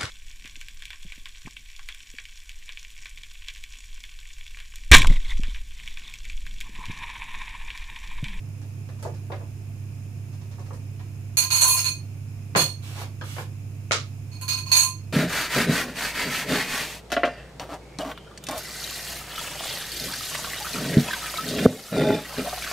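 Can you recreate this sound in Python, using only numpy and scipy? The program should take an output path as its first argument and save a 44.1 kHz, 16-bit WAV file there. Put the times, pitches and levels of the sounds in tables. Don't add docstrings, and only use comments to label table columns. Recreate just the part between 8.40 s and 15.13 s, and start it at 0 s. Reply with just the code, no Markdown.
import sys
import numpy as np
from scipy import signal
from scipy.fft import rfft, irfft
from scipy.io import wavfile
from scipy.ndimage import uniform_filter1d

SR = 44100
rng = np.random.default_rng(int(sys.argv[2]) if len(sys.argv) > 2 else 0)


def unload_wav(signal):
    wavfile.write(
        sys.argv[1],
        SR,
        np.round(np.clip(np.atleast_2d(signal).T, -1, 1) * 32767).astype(np.int16),
    )


N = 296604
SIZE = 18432
HZ, T = np.fft.rfftfreq(SIZE, 1 / SR), np.arange(SIZE) / SR


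def amp(db):
    return 10 ** (np.asarray(db) / 20)


def unit(x):
    return x / np.sqrt(np.mean(abs(x) ** 2) + 1e-20)


def curve(points, hz):
    point_hz, value = np.transpose(points)
    return np.interp(np.log(hz + 1), np.log(point_hz + 1), value)


def add(mix, start_s, sound):
    part = mix[:, round(start_s * SR):][:, :sound.shape[1]]
    part += sound[:, :part.shape[1]]


def causal(gain):
    cepstrum = irfft(np.log(np.maximum(gain, 1e-5)))
    return np.exp(rfft(cepstrum * (1 + np.sign(np.fft.fftfreq(SIZE)))))


def one_shot(spectrum):
    return irfft(spectrum) * np.sqrt(.025 * SR) * np.clip((.39 - T) / .06, 0, 1)


def pan(lean_db):
    gains = amp(np.array([lean_db, -lean_db]) / 2)
    return gains / np.sqrt(np.mean(gains ** 2, 0))


# freq_hz, left_minus_right_db
BALANCE = [(100, -4), (300, -1), (1200, 0), (2500, -1), (3300, -3), (4300, -9), (5200, -4), (6400, -13),
           (7600, -4), (8800, 0), (11500, -3), (15000, -6)]
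def placement(hz, amount=1):
    return pan(amount * curve(BALANCE, hz))


def colour(points):
    return unit(causal(amp(curve(points, HZ)) * placement(HZ)))


# freq_hz, correlation
STEREO_LIKENESS = [(100, 0.98), (300, 0.92), (700, 0.59), (1700, -0.00073), (2500, -0.27), (3300, 0.11),
                   (15000, -0.08)]
def stereo_width(spectra, hz):
    same = np.clip(curve(STEREO_LIKENESS, hz), -1, 1)
    return np.array([spectra[0], same * spectra[0] + np.sqrt(1 - same ** 2) * spectra[1]])


# freq_hz, t60_s
ROOM_DECAY = [(150, 0.32), (500, 0.25), (1500, 0.21), (4000, 0.25), (8000, 0.23), (15000, 0.21)]
def kitchen(direct=0.59, direct_s=0.0005, build_s=0.0042):
    taps = rng.standard_normal((2, SIZE)) * (rng.random(SIZE) < .3)
    hz, t, bands = signal.stft(taps, SR, nperseg=256)
    decay = amp(-60 * t / curve(ROOM_DECAY, hz)[:, None])
    tail = signal.istft(bands * decay, SR, nperseg=256)[1][:, :SIZE]
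    tail *= 1 - np.exp(-T / build_s)
    burst = rng.standard_normal((2, SIZE)) * np.exp(-T / direct_s)
    return unit(stereo_width(rfft(direct * unit(burst) + unit(tail)), HZ))


def contact(length_s, bounce, rebounds_per_s=700, fade_db=0):
    force = bounce * rng.uniform(-1.26, 1, SIZE)
    force *= (rng.random(SIZE) < rebounds_per_s / SR) & (T < length_s)
    force *= amp(fade_db * np.minimum(T / length_s, 1))
    force[0] = 1
    return rfft(force)


def ring(blow, modes, tilt_db_per_octave=0):
    hz, db, t60_s = np.transpose(modes)
    width_hz = np.log(1000) / np.pi / t60_s[:, None]
    resonances = 1j * HZ * width_hz / (hz[:, None] ** 2 - HZ ** 2 + 1j * HZ * width_hz)
    mode_rms = np.sqrt(abs(blow) ** 2 @ abs(resonances.T) ** 2 / len(HZ))
    gains = amp(db + tilt_db_per_octave * np.log2(hz / 4300)) * placement(hz)
    return blow * ((gains / mode_rms) @ resonances)


MOTOR_PITCHES = [100.0, 116.2, 132.35, 148.5, 164.6, 200.0, 232.3, 283.5]
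MOTOR_LEVELS = [-36, -52, -44.5, -49.5, -65.5, -58.5, -59.5, -66]
FAN_EQ = [(20, -7), (45, -3), (80, 4.5), (140, 6), (190, -6), (280, -3.5), (400, -11.5), (550, -18),
          (1200, -23), (2600, -26.5), (3600, -30.5), (8000, -30), (10000, -28.5), (15400, -33.5)]
FAN_PEAKS = [(674, 66, -67, -5.5), (2500, 590, -62, -2), (5226, 360, -68.5, -12), (6640, 650, -66.5, -18)]
def appliance(rush_db=-45, hum_lean_db=-5.0):
    t, hz = np.arange(N) / SR, np.fft.rfftfreq(N, 1 / SR)
    hum = sum(amp(db) * np.sqrt(2) * np.sin(2 * np.pi * (pitch_hz * t + rng.random()))
              for pitch_hz, db in zip(MOTOR_PITCHES, MOTOR_LEVELS))
    noise = stereo_width(rfft(rng.standard_normal((2, N))), hz)
    fan = amp(rush_db) * unit(irfft(noise * amp(curve(FAN_EQ, hz)) * placement(hz, amount=0.32), N))
    for centre_hz, width_hz, db, lean_db in FAN_PEAKS:
        peak = 1 / (1 + (2 * (hz - centre_hz) / width_hz) ** 2)
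        whine = unit(irfft(rfft(rng.standard_normal((2, N))) * peak, N))
        fan += amp(db) * pan(lean_db)[:, None] * whine
    return fan + hum * pan(hum_lean_db)[:, None]


SCOOP_STROKES = [(4.42, 0.2, -40, -30), (4.834, 0.18, -38, -50)]
GRAIN_EQ = [(300, -30.5), (1000, 1), (2500, 7.5), (4500, 3), (7000, 2), (11000, -2.5), (15000, -5)]
SCRAPE_EQ = [(150, -18), (400, -2.5), (1000, -1.5), (1700, -3.5), (3500, -8), (7000, -15.5), (15000, -21)]
def scoop(grains_per_s=3000, attack_s=0.0039, release_s=0.0075, swell_db=24):
    out, t = np.zeros((2, N)), np.arange(SR // 2) / SR
    for start_s, length_s, grains_db, scrape_db in SCOOP_STROKES:
        stroke = np.minimum(t / attack_s, 1) * np.exp(-np.maximum(t - length_s, 0) / release_s)
        press_db = swell_db * np.minimum(t / length_s - 1, 0)
        for db, eq in ((grains_db, GRAIN_EQ), (scrape_db + press_db, SCRAPE_EQ)):
            clicks = unit(rng.standard_normal(len(t)) * (rng.random(len(t)) < grains_per_s / SR))
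            response = irfft(colour(eq) * kitchen())
            add(out, start_s, signal.oaconvolve((clicks * stroke * amp(db))[None], response, axes=1))
    return amp(-5.5) * out


LID_LANDINGS = [(5.5104, -16.5, -16, 2060), (5.5193, -45, -14.5, 7500)]
LID_MODES = [(585, -7, 0.007), (1277, -1, 0.013), (2180, -6, 0.03), (3960, -9, 0.026), (4530, -22, 0.03),
             (6170, 0, .025)]
CLACK_EQ = [(120, -53), (350, -5), (800, -9), (1400, 3.5), (3000, 4.5), (6500, 3.5), (10000, -8.5),
            (15000, -23)]
def lid():
    out, clack = np.zeros((2, N)), colour(CLACK_EQ)
    for start_s, ring_db, clack_db, lowpass_hz in LID_LANDINGS:
        blow = kitchen(direct=0.61, direct_s=0.0018)
        lowpass = causal((1 + (HZ / lowpass_hz) ** 4) ** -.5)
        hit = amp(ring_db) * ring(blow, LID_MODES) + amp(clack_db) * blow * clack
        add(out, start_s, one_shot(lowpass * hit))
    return amp(-3.5) * out


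COUNTER_MODES = [(138.9, 3, 0.084), (340, -11, 0.03), (720, -11, 0.018), (1010, -10, 0.016),
                 (1160, -33, 0.022), (1450, -36, 0.033), (1640, -14.5, 0.02)]
THUD_EQ = [(60, -20), (150, 4), (500, 6.5), (1200, 3.5), (2500, -1), (6000, 5.5), (15000, -5)]
def knock(db, hollow_db, lowpass_hz, hollow_hz=527, hollow_t60_s=0.03):
    softer_db = -33.5 - db
    highpass_hz = 316 * 2 ** (softer_db / 24.5)
    contact_s = .006 * 2 ** (softer_db / 21)
    blow = unit(contact(contact_s, bounce=0.63) * kitchen(direct=0.63, direct_s=0.0035))
    band = causal(((1 + (highpass_hz / (HZ + 1)) ** 6) * (1 + (HZ / lowpass_hz) ** 6)) ** -.5)
    counter = amp(-5) * ring(blow, COUNTER_MODES)
    hollow = ring(blow, [(hollow_hz, hollow_db, hollow_t60_s)])
    return amp(db) * one_shot(unit(band * (blow * colour(THUD_EQ) + counter + hollow)))


BOTTLE_KNOCKS = [(0.489, -44, -8, 3550), (0.626, -35, 1.5, 14000), (.651, -26.5, -5.5, 970),
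                 (.901, -32, -3, 1010), (.919, -30, -7, 2800), (1.004, -40, -11, 950),
                 (2.183, -41, -18, 950), (2.307, -37, -6, 1203), (2.332, -44.5, -1, 14870),
                 (2.595, -45, -17, 3500), (4.1505, -15.5, -37, 2070), (4.159, -10, -18, 2450),
                 (4.633, -41.5, -18, 850), (4.812, -31.5, -30, 3600), (4.966, -34, -6, 2640),
                 (4.983, -29.5, -15, 2420)]
GRIP_SHIFTS = [(.185, .26), (.56, 0.77), (1.92, 2.28)]
def bottles(touch_gap_s=.08, touch_db=-49):
    out = np.zeros((2, N))
    for start_s, db, hollow_db, lowpass_hz in BOTTLE_KNOCKS:
        add(out, start_s, knock(db, hollow_db, lowpass_hz))
    for start_s, end_s in GRIP_SHIFTS:
        for slot_s in np.arange(start_s, end_s, touch_gap_s):
            touch_s = slot_s + touch_gap_s * rng.random() / 2
            add(out, touch_s, knock(touch_db + rng.standard_normal(), hollow_db=-6, lowpass_hz=7000))
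    return amp(-4.5) * out


def overtones(depth_db=7.5, width_bins=32):
    ripple = uniform_filter1d(rng.standard_normal(len(HZ)), width_bins)
    ripple = unit(uniform_filter1d(ripple, width_bins))
    treble = HZ ** 2 / (HZ ** 2 + 3500 ** 2)
    return causal(amp(depth_db * ripple * treble))


BOWL_PITCHES = [1035, 2491, 4308, 4338, 4495, 6457, 6558, 8871, 11551, 11744, 14948]
BOWL_RINGS = [(-14, 0.21), (-14, 0.12), (-7.5, 0.16), (-8.5, 0.11), (-23.5, 0.1), (-11, 0.12), (-24, 0.11),
              (-18, 0.1), (-30, 0.14), (-29.5, .15), (-30, 0.14)]
def bowl_ring(blow, strength_db, low_note_db, firm_db=-12):
    modes = np.column_stack([BOWL_PITCHES, BOWL_RINGS])
    modes[0, 1] += low_note_db
    return ring(blow, modes, tilt_db_per_octave=3 + 0.189 * (strength_db - firm_db))


SPOON_PITCHES = [3812, 4200, 6004, 6243, 6620, 6757, 6976, 7440, 7655, 8900, 9245, 9590, 10090, 10310,
                 12200, 14100, 15340]
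SPOON_RINGS = [(-48, 0.05), (-59, 0.056), (-24, 0.099), (-28, .15), (-7, 0.027), (-21, 0.056), (-14, 0.022),
               (-14, 0.013), (-23, 0.017), (-16.5, 0.015), (-20, 0.077), (-15.5, 0.15), (-30, 0.046),
               (-14, 0.013), (-17, 0.042), (-17, .07), (-28, .1)]
def spoon_ring(blow, detune=.003, spread_db=5.0, longest_t60_s=.085):
    modes = np.column_stack([SPOON_PITCHES, SPOON_RINGS])
    modes[:, 0] *= 1 + detune * rng.standard_normal(len(modes))
    modes[:, 1] += spread_db * rng.standard_normal(len(modes))
    modes[:, 2] = np.minimum(modes[:, 2], longest_t60_s)
    return ring(blow, modes)


# start_s, level_db, bowl_db, spoon_db, low_note_db, skitter_s
SPOON_HITS = [(2.9706, -17.5, 11, 10, 0.5, 0.018), (3.019, -20.5, 4.5, -21, 2, 0.018),
              (3.104, -19, 9, -25, -1, 0.0074), (3.12, -13.5, 4.5, 5.5, 3.5, 0.065),
              (3.211, -10.5, 6, 8.5, 11, 0.034), (3.271, -16.5, 10, 13, 6, 0.073),
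              (3.366, -16, 4, 0.5, -3, 0.032), (3.444, -21.5, 10, -1, -6.5, 0.039),
              (4.161, -10, 4.5, -14, -7, 0.057), (5.915, -44.5, 9.5, -29, -12, 0.045),
              (6.013, -33, 5, -2, 4, .012), (6.0803, -20, 8.5, -30, -1.5, 0.047),
              (6.174, -30, 8.5, -30, -3, 0.0071), (6.26, -32, 10.5, -26, 4, 0.12),
              (6.3167, -14.5, 15.5, 1.5, 0.5, 0.05), (6.363, -13, 8, 6, 5, .075)]
TICK_EQ = [(100, -0.5), (400, -7.5), (800, -5.5), (1400, 8.5), (2000, 0), (2650, 12), (3200, 5), (4400, 2),
           (5300, 2.5), (6700, 1), (8300, -6.5), (10000, 2.5), (12800, -7.5), (15400, -0.5)]
def spoon_in_bowl():
    out, tick_colour = np.zeros((2, N)), colour(TICK_EQ)
    for start_s, db, bowl_db, spoon_db, low_note_db, skitter_s in SPOON_HITS:
        skitter = contact(skitter_s, bounce=0.53, rebounds_per_s=450, fade_db=-3)
        blow = unit(skitter * kitchen(direct=0.34))
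        bowl = amp(bowl_db) * bowl_ring(blow, db, low_note_db)
        spoon = amp(spoon_db) * spoon_ring(blow)
        tick = unit(blow * tick_colour * overtones())
        add(out, start_s, amp(db) * one_shot(bowl + spoon + tick))
    return amp(-6) * out


def scene():
    return spoon_in_bowl() + bottles() + lid() + scoop() + appliance()


def record(dry, threshold_db=-21, squeeze=0.32, release_db_per_s=40, lowpass_hz=15550):
    power_db = 10 * np.log10(abs(uniform_filter1d((dry ** 2).mean(0), size=256)) + 1e-12)
    fall_db = np.arange(N) / SR * release_db_per_s
    held_db = np.maximum.accumulate(power_db + fall_db) - fall_db
    over_db = np.maximum(held_db - threshold_db, 0)
    limited = dry * amp(-squeeze * uniform_filter1d(over_db, size=128))
    lowpass = signal.firwin(511, lowpass_hz, window=("kaiser", 9), fs=SR)
    return signal.oaconvolve(limited, lowpass[None], "same")


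dry = scene()
out = record(dry)
unload_wav(out)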